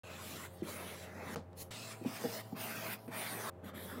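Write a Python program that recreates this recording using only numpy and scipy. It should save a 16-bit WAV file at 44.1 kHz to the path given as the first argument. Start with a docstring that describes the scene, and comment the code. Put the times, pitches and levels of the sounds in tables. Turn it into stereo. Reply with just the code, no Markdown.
"""Over a low machine hum comes the rasp of an edge beveler, pushed along a leather belt in seven strokes.
The blade parts the fibres in tiny slips, which sound as a rasp with a fine hiss on top and a low rumble
from the workbench. Short pauses to regrip separate the strokes. Hands and tool thud on the bench and
excite its modes, the steel tip ticks, and something brushes quickly over the leather."""
import sys
import numpy as np
from scipy import signal
from scipy.fft import rfft, irfft
from scipy.io import wavfile
from scipy.ndimage import uniform_filter1d

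SR = 44100
rng = np.random.default_rng(int(sys.argv[2]) if len(sys.argv) > 2 else 0)


def digitize_waveform(pressure):
    """Quantize a signal to 16-bit integers and store it at the path in sys.argv[1].

    Rows of a 2-D input are taken as channels; values are limited to [-1, 1].
    """
    field = np.atleast_2d(pressure).T
    bounded = np.clip(field, -1, 1)
    quanta = np.round(bounded * 32767).astype(np.int16)
    wavfile.write(sys.argv[1], SR, quanta)


N = 176400
T = np.arange(N) / SR
HZ = np.fft.rfftfreq(N, 1 / SR)

# The envelopes of the seven strokes. Each row: time in seconds, then low rasp, high rasp and hiss in dB.
LEVELS_1 = [(0.04, -54.5, -63.5, -68), (0.268, -53.5, -52.5, -53.5), (0.452, -52.5, -55, -54),
            (0.495, -68, -70, -69), (0.555, -73, -71.5, -63.5), (0.622, -69, -67.5, -73)]
LEVELS_2 = [(0.63, -59, -65.5, -63.5), (0.694, -50.5, -51.5, -51.5), (0.762, -52, -56.5, -51.5),
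            (1.035, -52, -58.5, -60), (1.115, -58, -68.5, -69.5), (1.215, -51, -66.5, -67.5),
            (1.346, -47.5, -53, -54)]
LEVELS_3 = [(1.711, -53, -52.5, -56), (1.92, -54, -52.5, -56), (1.965, -63.5, -65.5, -66),
            (2.04, -68, -70, -66)]
LEVELS_4 = [(2.04, -63, -71, -69), (2.078, -52, -53, -55), (2.27, -52.5, -55, -51),
            (2.345, -48, -48.5, -48.5), (2.405, -47.5, -53, -50.5), (2.428, -66.5, -64, -65.5),
            (2.54, -69, -70, -67)]
LEVELS_5 = [(2.545, -58, -77, -77), (2.568, -49, -58.5, -55), (2.61, -48, -52, -47),
            (2.82, -46, -51.5, -51), (2.935, -44, -51, -42.5), (2.975, -61.5, -69, -70),
            (3.072, -97, -77, -65)]
LEVELS_6 = [(3.08, -60, -73, -62), (3.106, -59, -72, -68), (3.12, -47, -60, -57), (3.185, -45, -51, -43.5),
            (3.35, -45.5, -53, -48.5), (3.496, -46, -52, -49)]
LEVELS_7 = [(3.62, -76, -96, -101), (3.645, -56, -66.5, -63), (3.694, -56.5, -59.5, -60.5),
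            (3.728, -66, -79, -94), (3.75, -54, -61, -59), (3.84, -53.5, -59, -51.5), (4.0, -52, -60, -59)]


def amp(db):
    """Amplitude ratio of a level in decibels."""
    return 10 ** (np.asarray(db) / 20)


def unit(x):
    """Normalisation to an rms of 1."""
    return x / np.sqrt(np.mean(x ** 2) + 1e-20)


def response(points):
    """Frequency response in dB, interpolated between points on a logarithmic frequency axis."""
    hz, db = np.transpose(points)
    return np.interp(np.log(HZ + 1), np.log(hz), db)


def colour(x, points):
    """Linear filtering: the spectrum is multiplied by a frequency response."""
    return irfft(rfft(x) * amp(response(points)), N)


def drift(shape, *spans):
    """Slow random fluctuation of rms 1: noise averaged over a span of steps along each axis."""
    x = rng.standard_normal(shape)
    for axis, span in enumerate(spans):
        for _ in range(2):
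            x = uniform_filter1d(x, max(1, round(span)), axis, mode="wrap")
    return unit(x)


def widen(pair):
    """Partial coherence: independent mid and side signals make left and right differ in the treble."""
    # Each row: frequency in Hz, side relative to mid in dB.
    width = [(100, -49), (300, -20.5), (1200, -26.5), (2200, -19), (3300, -6.5), (5000, -3.5), (7000, -4),
             (9500, -7), (12000, -26), (15500, -58)]
    side = colour(pair[1], width)
    return np.array([pair[0] + side, pair[0] - side])


def machine_hum(waver_depth=.17, waver_s=.05, beat_ratio=1.14, beat_db=-11):
    """Beating: the fundamental of a wavering harmonic series interferes with a weaker tone just above."""
    # Each row: start and end in seconds, fundamental in Hz, level in dB.
    hums = [(.035, 1.707, 89, -58), (1.707, 3.497, 109.1, -57.5), (3.497, 4.0, 89, -58)]
    # Each row: harmonic number, relative level in dB.
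    harmonics = [(1, 0.5), (2, -6.5), (4, -10.5), (5, -10.5), (6, -7), (7, -9.5), (9, -15)]
    out = np.zeros(N)
    for ratio, partial_db in harmonics + [(beat_ratio, beat_db)]:
        waver = 1 + waver_depth * (drift(N, waver_s * SR) + 1j * drift(N, waver_s * SR))
        for start, end, hz, db in hums:
            on = (T >= start) & (T < end)
            tone = np.exp(2j * np.pi * (ratio * hz * T[on] + rng.random()))
            out[on] += amp(db + partial_db) * np.sqrt(2) * (waver[on] * tone).real
    return out


def air(level_db=-58.5):
    """Stationary noise: a soft rush of air with most of its power at low frequencies."""
    # Each row: frequency in Hz, relative spectral density in dB.
    spectrum = [(25, -49), (50, -19), (75, -16.5), (110, 2.5), (170, -2.5), (300, -6.5), (550, -7.5),
                (800, -9.5), (1300, -17.5), (2500, -29), (5000, -43), (15000, -45)]
    return amp(level_db) * unit(colour(widen(rng.standard_normal((2, N))), spectrum))


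def friction(slips_per_s=2600, slip_spread_db=-0.5, rub_share=0.89):
    """Stick-slip friction: fibres snap in a dense random train over the noise of smooth rubbing."""
    sizes = amp(slip_spread_db * np.minimum(rng.exponential(1, (2, N)), 5))
    slips = sizes * rng.choice([-1, 1], (2, N)) * (rng.random((2, N)) < slips_per_s / SR)
    rubbing = rng.standard_normal((2, N))
    drive = np.sqrt(1 - rub_share) * unit(slips) + np.sqrt(rub_share) * unit(rubbing)
    hz, t, frames = signal.stft(widen(drive), SR, nperseg=1024, noverlap=768)
    bin_hz, hop_s = hz[1], t[1]
    # Broad patches and narrow ripples of colour come and go, and the level flutters.
    patches_db = 1.7 * drift(frames.shape[1:], 900 / bin_hz, .06 / hop_s)
    ripples_db = 2.6 * drift(frames.shape[1:], 180 / bin_hz, .045 / hop_s)
    flutter_db = .6 * drift(len(t), .015 / hop_s)
    frames = frames * amp(patches_db + ripples_db + flutter_db)
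    return signal.istft(frames, SR, nperseg=1024, noverlap=768)[1][:, :N]


def gliding_resonance(x, hz, width_hz=420, gain_db=3.5, lag_rad=.8):
    """Interference: a lagging resonance added to its input lifts what lies below hz and hollows above."""
    carrier = np.exp(2j * np.pi * np.cumsum(hz) / SR)
    pole = np.exp(-np.pi * width_hz / SR)
    baseband = signal.lfilter([1 - pole], [1, -pole], x / carrier)
    return x + amp(gain_db) * 2 * (carrier * np.exp(-1j * lag_rad) * baseband).real


def stroke(drive, levels, rumble_db, from_hz, to_hz, resonances, edge_s=0.005):
    """Forced vibration: friction drives tool and bench, and one resonance sinks as the blade travels."""
    # Each row: frequency in Hz, gain in dB before each band is set to its level.
    scrape = [(60, -45), (130, -5.5), (210, 4.5), (330, -3.5), (420, 1.5), (750, -9.5), (1300, -9),
              (2300, -14), (3000, -12.5), (4500, -16), (6500, -19), (8300, -19), (11000, -18.5),
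              (15500, -18)]
    # The boundaries in Hz between rumble, low rasp, high rasp and hiss.
    splits_hz = [600, 2700, 8000]
    times, low, high, hiss = np.transpose(levels)
    drive = gliding_resonance(drive, np.interp(T, [times[0], times[-1]], [from_hz, to_hz]))
    peaks_db = sum(db / (1 + (2 * (HZ - hz) / width) ** 2) for hz, width, db in resonances)
    spectrum = rfft(drive) * amp(response(scrape) + peaks_db)
    band = np.searchsorted(splits_hz, HZ)
    contact = np.clip(np.minimum(T - times[0], times[-1] - T) / edge_s + 1, 0, 1)
    on, out = contact > 0, np.zeros((2, N))
    for k, db in enumerate([low + rumble_db, low, high, hiss]):
        part = irfft(spectrum * (band == k), N)[:, on]
        out[:, on] += part / part.mean(0).std() * amp(np.interp(T[on], times, db))
    return out * contact


def beveler(drive):
    """Source and filter: seven pushes of the blade each shape the friction with their own resonances."""
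    # Each row: envelope table, bench rumble relative to the low rasp in dB, start and end of the sinking
    # resonance in Hz, steady peaks and dips (each a centre in Hz, a width in Hz and a gain in dB).
    strokes = [ (LEVELS_1, -4, 2700, 1800, [(3500, 1200, 4), (7200, 1800, 5), (11200, 1500, 3)]),
               (LEVELS_2, -1, 2350, 1950, [(620, 100, 4), (2150, 400, 1), (3800, 1000, 4), (6200, 1500, 3),
               (10500, 3000, 6)]), (LEVELS_3, -6, 2800, 2400, [(4200, 600, 7), (5150, 500, 6),
               (7750, 1200, 10), (9300, 600, 6)]), (LEVELS_4, -3, 2500, 1900, [(650, 60, 2), (7600, 900, 4),
               (5000, 900, 6), (9300, 600, 4), (14300, 2500, 3)]), (LEVELS_5, -5, 3200, 2000, [(220, 60, 4),
               (657, 35, 4), (1560, 50, 5), (2510, 200, 5), (4900, 300, 4), (7600, 1500, -2),
               (9700, 1000, 3), (13800, 2500, 5)]), (LEVELS_6, -6, 2650, 1500, [(200, 60, 4), (820, 90, 4),
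               (1120, 50, 4), (2150, 300, 2), (2900, 700, -3), (6900, 1200, -4), (9540, 1100, 6),
               (13000, 4000, 3)]), (LEVELS_7, 4, 2350, 2100, [(250, 50, 4), (2350, 1000, -9),
               (3400, 900, 7), (6000, 2200, -6), (11700, 1500, 6)])]
    return sum(stroke(drive, *row) for row in strokes)


def thud(start, db, centre_hz, octaves, t60, rise_s=.002, low_cut_hz=140):
    """Modal vibration: a soft blow rings the bench modes near its centre frequency, and they decay."""
    # Each row: mode frequency in Hz, relative level in dB.
    bench_modes = [(175, 6.5), (205, 1), (245, 8), (335, 1.5), (385, -2), (462, 9), (640, 6), (790, 9),
                   (1010, -13)]
    hz, mode_db = np.transpose(bench_modes)
    weight = amp(mode_db) / (1 + (np.log2(hz / centre_hz) / octaves) ** 2) ** 2
    t = np.maximum(T - start, 0)
    on, out = (t > 0) & (t < 2 * t60), np.zeros(N)
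    ring = weight @ np.sin(2 * np.pi * hz[:, None] * t[on]) / np.linalg.norm(weight)
    out[on] = ring * (1 - np.exp(-t[on] / rise_s)) * np.exp(-np.log(1000) * t[on] / t60)
    low_cut = signal.butter(4, low_cut_hz, "high", fs=SR, output="sos")
    return amp(db) * signal.sosfilt(low_cut, out)


def bench_thuds():
    """Impact excitation: hands and tool strike the bench."""
    # Each row: start in seconds, gain in dB, centre in Hz, spread in octaves, 60 dB decay in seconds.
    blows = [(.621, -24.5, 324, 0.24, 0.055), (0.624, -33.5, 188, 0.2, 0.13), (1.361, -29, 363, 0.6, 0.05),
             (1.367, -33.5, 195, 0.51, 0.12), (2.013, -32, 307, 0.36, 0.074),
             (2.049, -23.5, 447, 1.06, 0.022), (2.058, -21, 262, 0.37, 0.061),
             (2.239, -21.5, 515, 0.61, 0.025), (2.247, -21, 345, 1.07, 0.066),
             (2.263, -37.5, 333, 1.34, 0.14), (2.524, -36, 685, 1.1, 0.04), (2.527, -28, 220, 0.83, 0.065),
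             (2.537, -32, 180, .35, 0.027), (3.078, -35, 300, 0.61, 0.11)]
    return sum(thud(*row) for row in blows)


def room(x, tail_db=-5.5, t60=0.14):
    """Reverberation: diffuse reflections in the workshop add a short, exponentially decaying tail."""
    t = T[:SR // 2]
    tail = rng.standard_normal(len(t)) * np.exp(-np.log(1000) * t / t60) * (t > .005)
    return x + amp(tail_db) * signal.fftconvolve(x, tail / np.linalg.norm(tail))[:N]


def ticks(crack_s=0.0009, tail_db=-13, tail_s=0.025):
    """Broadband transients: the steel tip slips off or meets the edge in a crack with a faint tail."""
    # Each row: start in seconds, level in dB.
    contacts = [(1.359, -31), (1.38, -54), (1.531, -56), (3.08, -53)]
    # Each row: frequency in Hz, relative spectral density in dB.
    spectrum = [(200, 8), (800, 12.5), (1500, 3), (2800, -6.5), (4200, -3), (7000, -10.5), (15000, -27)]
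    envelope = np.zeros(N)
    for start, db in contacts:
        t = np.maximum(T - start, 0)
        decay = np.exp(-t / crack_s) + amp(tail_db) * np.exp(-t / tail_s)
        envelope += (T >= start) * amp(db) * decay
    return envelope * unit(colour(widen(rng.standard_normal((2, N))), spectrum))


def brush(drive):
    """Sliding friction: a light, bright swipe over the leather swells and stops."""
    # Each row: time in seconds, level in dB.
    swell = [(1.55, -83), (1.575, -54), (1.60, -46.5), (1.622, -44), (1.64, -57), (1.699, -77)]
    # Each row: frequency in Hz, relative gain in dB.
    spectrum = [(700, 4.5), (1500, -10), (2300, 0), (4500, -3.5), (6500, -4), (7800, -4.5), (10500, 1.5),
                (13000, -4), (15500, -3)]
    times, db = np.transpose(swell)
    envelope = amp(np.interp(T, times, db)) * (T > times[0]) * (T < times[-1])
    return envelope * unit(colour(drive, spectrum))


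def scene():
    """Superposition: strokes, reverberant thuds, ticks and brush add to the hum and air of the shop."""
    drive = friction()
    return beveler(drive) + room(bench_thuds()) + ticks() + brush(drive) + machine_hum() + air()


def record(dry, start_s=.035, cutoff_hz=15830):
    """Band limiting: the sound begins after a moment of silence and passes through a low-pass filter."""
    lowpass = signal.firwin(801, cutoff_hz, window=("kaiser", 8), fs=SR)
    return signal.oaconvolve(dry * (T >= start_s), lowpass[None], "same")


dry = scene()
out = record(dry)
digitize_waveform(out)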